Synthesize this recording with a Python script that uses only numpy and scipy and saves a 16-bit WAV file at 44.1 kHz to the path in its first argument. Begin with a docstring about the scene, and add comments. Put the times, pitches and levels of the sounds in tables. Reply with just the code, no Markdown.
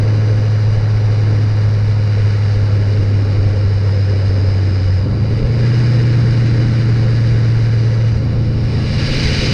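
"""Diesel pickup at the tailpipe

On the road with a V8 diesel pickup, microphone just behind the pipe. The firing note drones and slowly
sags; at five seconds the engine picks up, lopes, pulls, and lopes again. Gas roars, rasps and hisses out
in puffs with a faint turbo whistle, swelling to a rush at the end. Wind buffets the mic; tyres roll by it."""
import sys
import numpy as np
from scipy import signal
from scipy.fft import rfft, irfft, next_fast_len
from scipy.io import wavfile
from scipy.ndimage import uniform_filter1d, minimum_filter1d

SR = 44100
rng = np.random.default_rng(int(sys.argv[2]) if len(sys.argv) > 2 else 0)


def log_audio(samples):
    """Write samples as a 16-bit WAV file to the path given in sys.argv[1]."""
    # one column per channel
    frames = np.atleast_2d(samples).T
    # limit to full scale, then quantise
    limited = np.clip(frames, -1, 1)
    pcm = np.round(limited * 32767).astype(np.int16)
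    wavfile.write(sys.argv[1], SR, pcm)


N = 420273
TIME = np.arange(N) / SR
BIN_HZ = np.fft.rfftfreq(N, 1 / SR)
CYLINDERS = 8

# Engine speed. Each row: time in seconds, firings per second.
FIRING_RATE = [(0, 106.7), (1, 106.1), (2, 104.1), (3, 101.1), (4.5, 96.9), (5, 93.5), (5.1, 102),
               (5.45, 115), (5.75, 120), (6.1, 118.1), (7, 115.2), (8, 112.9), (8.8, 113.6), (9.2, 118.2),
               (9.53, 116)]
# How the engine runs. Each row: time in seconds, share of pulling, share of loping; the rest is cruising.
ENGINE_LOAD = [(0, 0.05, 0), (4.98, 0, 0.09), (5.07, 0.3, 1), (5.52, 0.18, 0.73), (5.66, 1, 0.03),
               (6.6, 0.98, 0.14), (8.08, 0.34, 0), (8.24, 0.12, 1), (9.53, 0.18, 0.86)]
# Surges of turbulence in the pipe. Each row: middle and length in seconds, then dB added to the low boom,
# to the hollow ring, and to hiss and rasp.
PIPE_SURGES = [(.05, 1.04, 10.5, 3.5, .7), (1.28, 0.48, 10, -0.5, 0.5), (2.33, .6, -3, -0.5, 2.2),
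               (3.15, 1.38, 10.5, 2.5, 0.7), (4.25, 0.92, 9.5, 4, 0.9), (4.75, 0.51, 10, -0.5, .7),
               (5.1, 0.22, 2, 3.5, -2), (5.45, 0.49, 2.5, 5.5, 2), (7.9, 0.49, -1, 1.5, -0.5)]


def amp(db):
    """Decibels to gain."""
    return 10 ** (np.asarray(db) / 20)


def unit(x):
    """Scales to an rms of one."""
    return x / np.sqrt(np.mean(x ** 2) + 1e-20)


def curves(rows):
    """Each column of a time table, joined by straight lines."""
    seconds, *columns = np.transpose(rows)
    return [np.interp(TIME, seconds, column) for column in columns]


def swells(rows):
    """Each event rises and falls in one arch; one dB curve per strength column."""
    return sum(np.outer(db, np.maximum(1 - (2 * (TIME - middle) / length) ** 2, 0))
               for middle, length, *db in rows)


def shape(points):
    """A spectrum in dB, joined on a log-frequency axis."""
    hz, db = np.transpose(points)
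    return np.interp(np.log(BIN_HZ + 1), np.log(hz), db)


def coloured(db):
    """Noise with the given spectrum and an rms of one."""
    size = next_fast_len(N, True)
    gain = np.interp(np.fft.rfftfreq(size, 1 / SR), BIN_HZ, amp(db))
    return unit(irfft(rfft(rng.standard_normal(size)) * gain, size)[:N])


def wander(rate_hz):
    """Smooth random drift, changing up to about the given rate."""
    return coloured(-20 * np.log10(1 + (BIN_HZ / rate_hz) ** 4))


def rush(start_s=8.393, rise_s=0.97):
    """Share of the final rush of gas, which builds smoothly from 0 to 1 and stays."""
    return np.sin(np.pi / 2 * np.clip((TIME - start_s) / rise_s, 0, 1)) ** 2


def level(cruise_db, pull_db, lope_db, rush_db):
    """A layer's cruising level in dB, plus what pulling, loping and the final rush add."""
    pull, lope = curves(ENGINE_LOAD)
    return cruise_db + pull_db * pull + lope_db * lope + rush_db * rush()


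def drone(cycle):
    """The firing note, almost a sine after the long pipe; no two combustions are quite alike."""
    level_db = level(-12.5, pull_db=0.85, lope_db=-4.5, rush_db=-6.5) + 0.66 * wander(rate_hz=51)
    return np.sqrt(2) * amp(level_db) * np.cos(2 * np.pi * CYLINDERS * cycle)


def burble(cycle):
    """Unequal cylinders add lines at multiples of the cycle rate; their strength follows the load."""
    # Each row: multiple of the cycle rate, then rms level in dB when cruising, pulling and loping.
    cycle_lines = [(5, -46, -34, -40), (6, -51, -30, -25), (7, -36, -32, -33), (9, -31, -31, -30),
                   (10, -38, -27, -23), (11, -32, -30, -38), (12, -40, -35, -35), (13, -43, -36, -40),
                   (14, -41, -32, -33), (15, -53, -32, -45), (16, -39, -39, -31), (17, -43, -39, -44),
                   (18, -45, -42, -47), (19, -51, -54, -43), (20, -50, -40, -47), (22, -56, -36, -43),
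                   (23, -57, -38, -52), (24, -48, -45, -47), (26, -50, -45, -47), (29, -55, -43, -57),
                   (30, -55, -44, -56), (31, -54, -41, -55), (32, -49, -59, -45), (35, -46, -56, -55),
                   (37, -54, -48, -57)]
    pull, lope = curves(ENGINE_LOAD)
    offsets = rng.uniform(0, 2 * np.pi, 64)
    angle = 2 * np.pi * cycle + 0.003 * wander(rate_hz=1.3)
    out = np.zeros(N)
    for multiple, cruise_db, pull_db, lope_db in cycle_lines:
        side = multiple - CYLINDERS
        # mirrored pairs around the firing note: the pulses vary more in timing than in size
        phase = np.pi / 2 + np.sign(side) * offsets[abs(side)]
        gain = (1 - pull - lope) * amp(cruise_db) + pull * amp(pull_db) + lope * amp(lope_db)
        out += gain * np.cos(multiple * angle + phase)
    return np.sqrt(2) * out


def puffs(cycle, depth, uneven, lag_rad):
    """Gas leaves in one puff per firing, some cylinders blowing harder than others."""
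    angle = 2 * np.pi * cycle
    lopsided = np.cos(angle) + np.cos(2 * angle + 1) + np.cos(3 * angle - 1) + np.cos(4 * angle + 2)
    return unit((1 + depth * np.cos(CYLINDERS * angle - lag_rad)) * (1 + uneven * lopsided))


def roar(cycle):
    """Turbulent gas booms low in the pipe and rings in its two hollow resonances."""
    # Spectra of the low roar and the hollow ring. Each row: frequency in Hz, relative level in dB.
    low_spectrum = [(60, -24.5), (140, 2), (200, 4.5), (275, 5), (330, 3), (380, -11), (480, -12),
                    (1000, -51), (4000, -100)]
    hollow_spectrum = [(250, -25.5), (380, -5.5), (432, 2), (468, -4), (515, 1.5), (555, -5.5), (590, -8),
                       (635, -12), (700, -24.5), (1200, -37.5), (5000, -94)]
    boom_hz, boom_width_hz = 280, 85  # the pipe resonance that the surges excite
    pull, _ = curves(ENGINE_LOAD)
    boom_surge_db, hollow_surge_db, _ = swells(PIPE_SURGES)
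    low_db = level(-40, pull_db=9, lope_db=8.5, rush_db=5) + 0.61 * boom_surge_db
    low = amp(low_db + wander(rate_hz=4.9)) * coloured(shape(low_spectrum))
    resonance_db = -20 * np.log10(1 + ((BIN_HZ - boom_hz) / boom_width_hz) ** 2)
    boom = amp(-42.5 + boom_surge_db) * coloured(resonance_db)
    hollow_db = level(-33.5, pull_db=0.9, lope_db=-0.5, rush_db=5) + hollow_surge_db
    hollow = amp(hollow_db + 0.95 * wander(rate_hz=13)) * coloured(shape(hollow_spectrum))
    return (low + boom + hollow) * puffs(cycle, depth=0.14, uneven=0.025 + 0.044 * pull, lag_rad=0.94)


def pipe_mouth():
    """Cross resonances and dips of the pipe mouth beside the microphone, as a spectrum in dB."""
    # Each row: centre in Hz, width in Hz, lift or cut in dB.
    resonances = [(790, 30, -1), (1001, 20, -4.5), (1222, 27, -3.1), (1360, 19, 1.5), (1610, 47, -2.5),
                  (1686, 45, 3), (1755, 59, -4.5), (2410, 41, 1.5), (2695, 190, -3.5), (2813, 65, 7.5),
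                  (2970, 60, 6), (3255, 170, -6.5), (3520, 70, -2.5), (4003, 160, 5), (3970, 47, 0.5),
                  (4760, 160, 5.5), (8200, 250, 3)]
    return sum(db * np.exp(-((BIN_HZ - hz) / width) ** 2) for hz, width, db in resonances)


def rasp(cycle):
    """Each firing ends in a dry, metallic burst, strongest when the engine pulls."""
    # Colour of the burst. Each row: frequency in Hz, relative level in dB.
    spectrum = [(600, -23), (1050, -8.5), (1400, 0.5), (1680, 4.5), (2300, -4.5), (2900, -14.5),
                (4500, -19.5), (14000, -73.5)]
    _, _, surge_db = swells(PIPE_SURGES)
    level_db = level(-41, pull_db=5, lope_db=-7, rush_db=3) + surge_db
    noise = coloured(shape(spectrum) + pipe_mouth())
    return amp(level_db) * noise * puffs(cycle, depth=0.34, uneven=0.08, lag_rad=2.6)


def hiss(cycle):
    """The jet at the pipe mouth: duller while the engine lopes, brighter when the gas is fast."""
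    # The jet's spectrum and its two tints. Each row: frequency in Hz, relative level in dB.
    spectrum = [(400, -28), (900, -11.5), (1450, -4), (2300, 0.5), (3000, -6), (4000, -6), (5100, -2.5),
                (5700, -10.5), (6700, -16), (7200, -25), (8800, -23.5), (9300, -35), (10400, -32),
                (11200, -44), (13500, -46), (14500, -59)]
    lope_tint = [(1000, 2), (4800, -0.5), (5500, -1), (6300, -3), (7000, -1.5), (12000, -.5)]
    rush_tint = [(1000, -8.5), (1600, 1), (2200, 0), (2700, 2.5), (4500, 1), (6000, -1.5), (12000, -1)]
    _, lope = curves(ENGINE_LOAD)
    colour = shape(spectrum) + pipe_mouth()
    slow = np.sqrt(1 - lope) * coloured(colour) + np.sqrt(lope) * coloured(colour + shape(lope_tint))
    fast = coloured(colour + shape(rush_tint))
    jet = np.sqrt(1 - rush()) * slow + np.sqrt(rush()) * fast
    _, _, surge_db = swells(PIPE_SURGES)
    flow_db = level(-39.5, pull_db=4, lope_db=-1.7, rush_db=18) + surge_db + 0.61 * wander(rate_hz=21)
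    return amp(flow_db) * jet * puffs(cycle, depth=0.096, uneven=0.022, lag_rad=3.1)


def turbo(cycle):
    """The turbo whistle starts afresh with each puff, so it splits into lines one firing rate apart."""
    # Turbo speed. Each row: time in seconds, whistle pitch in Hz.
    pitch = [(0, 5970), (2.3, 5460), (3.6, 5260), (4.2, 4980), (4.98, 5040), (5.08, 4760), (5.5, 4860),
             (6.6, 5380), (8.1, 5980), (8.25, 5440), (8.85, 5250), (9.25, 5800), (9.53, 6300)]
    spin_up_hz_per_s = 38000  # each puff spins the turbine up a little
    peak_hz, width_hz, lift_db = 5000, 260, 12  # the whistle swells at this pipe resonance
    hz, = curves(pitch)
    firing_hz, = curves(FIRING_RATE)
    in_puff = (CYLINDERS * cycle) % 1 - 0.5
    from_middle_s = in_puff / firing_hz
    angle = 2 * np.pi * (hz + spin_up_hz_per_s * from_middle_s / 2) * from_middle_s
    gate = np.sqrt(abs(np.cos(np.pi * in_puff)))
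    fuzz = wander(rate_hz=210) + 1j * wander(rate_hz=320)
    whistle = unit(gate * (np.exp(1j * angle) * (1 + 0.59 * fuzz)).real)
    overtone = unit(gate * (np.exp(2j * angle) * fuzz).real)
    ringing = np.exp(-((hz - peak_hz) / width_hz) ** 2)
    whistle_db = level(-55.5, pull_db=-1, lope_db=0, rush_db=12) + lift_db * ringing
    loss_db = 0.012 * np.maximum(hz - peak_hz, 0)  # above the peak the pipe swallows the overtone
    overtone_db = level(-74.5, pull_db=-2, lope_db=1, rush_db=17) - loss_db
    return amp(whistle_db) * whistle + amp(overtone_db) * overtone


def wind():
    """Gusts buffet the microphone with a deep rumble."""
    # Each row: middle of the gust in seconds, length in seconds, strength in dB.
    gusts = [(.72, .35, 4), (1.82, 0.52, 3), (2.67, .22, 2), (3.48, 0.74, 6.5), (4.25, 0.43, 0.5),
             (4.7, .2, 0), (8.4, 0.19, 3), (9.2, .25, 1)]
    # Colour of the rumble. 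Each row: frequency in Hz, relative level in dB.
    spectrum = [(6, -26.5), (14, -8), (28, 0.5), (55, -2.5), (90, -2.5), (130, -6), (190, -22),
                (400, -33.5), (2000, -100)]
    gust_db, = swells(gusts)
    level_db = level(-28.3, pull_db=1, lope_db=5.5, rush_db=1) + gust_db + 3.7 * wander(rate_hz=23)
    return amp(level_db) * coloured(shape(spectrum))


def tyres(fade_db_per_s=0.49):
    """Tyres roll on the road, their noise coloured by the pipe mouth."""
    # Colour of the rolling noise. Each row: frequency in Hz, relative level in dB.
    spectrum = [(200, -30.5), (500, -5), (700, 1), (880, 0), (1100, -2.5), (1500, -6.5), (2500, -18),
                (6000, -44.5), (14000, -77)]
    level_db = level(-37, pull_db=1.5, lope_db=0.5, rush_db=5.5) - fade_db_per_s * TIME
    return amp(level_db + 0.8 * wander(rate_hz=7.2)) * coloured(shape(spectrum) + pipe_mouth())


def scene():
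    """One microphone hears the exhaust, which follows the turning engine, amid wind and tyres."""
    firing_hz, = curves(FIRING_RATE)
    cycle = np.cumsum(firing_hz) / SR / CYLINDERS  # counts engine cycles, eight firings each
    exhaust = drone(cycle) + burble(cycle) + roar(cycle) + rasp(cycle) + hiss(cycle) + turbo(cycle)
    return (exhaust + wind() + tyres())[None]


def record(dry, ceiling=0.6, cutoff_hz=14000):
    """A limiter holds down the loudest peaks; a low-pass trims the top treble."""
    allowed = np.minimum(1, ceiling / (abs(dry) + 1e-9))
    gain = uniform_filter1d(minimum_filter1d(allowed, size=600), size=600)
    low_pass = signal.firwin(511, cutoff_hz, window=("kaiser", 9), fs=SR)
    return signal.oaconvolve(dry * gain, low_pass[None], "same")


dry = scene()
out = record(dry)
log_audio(out)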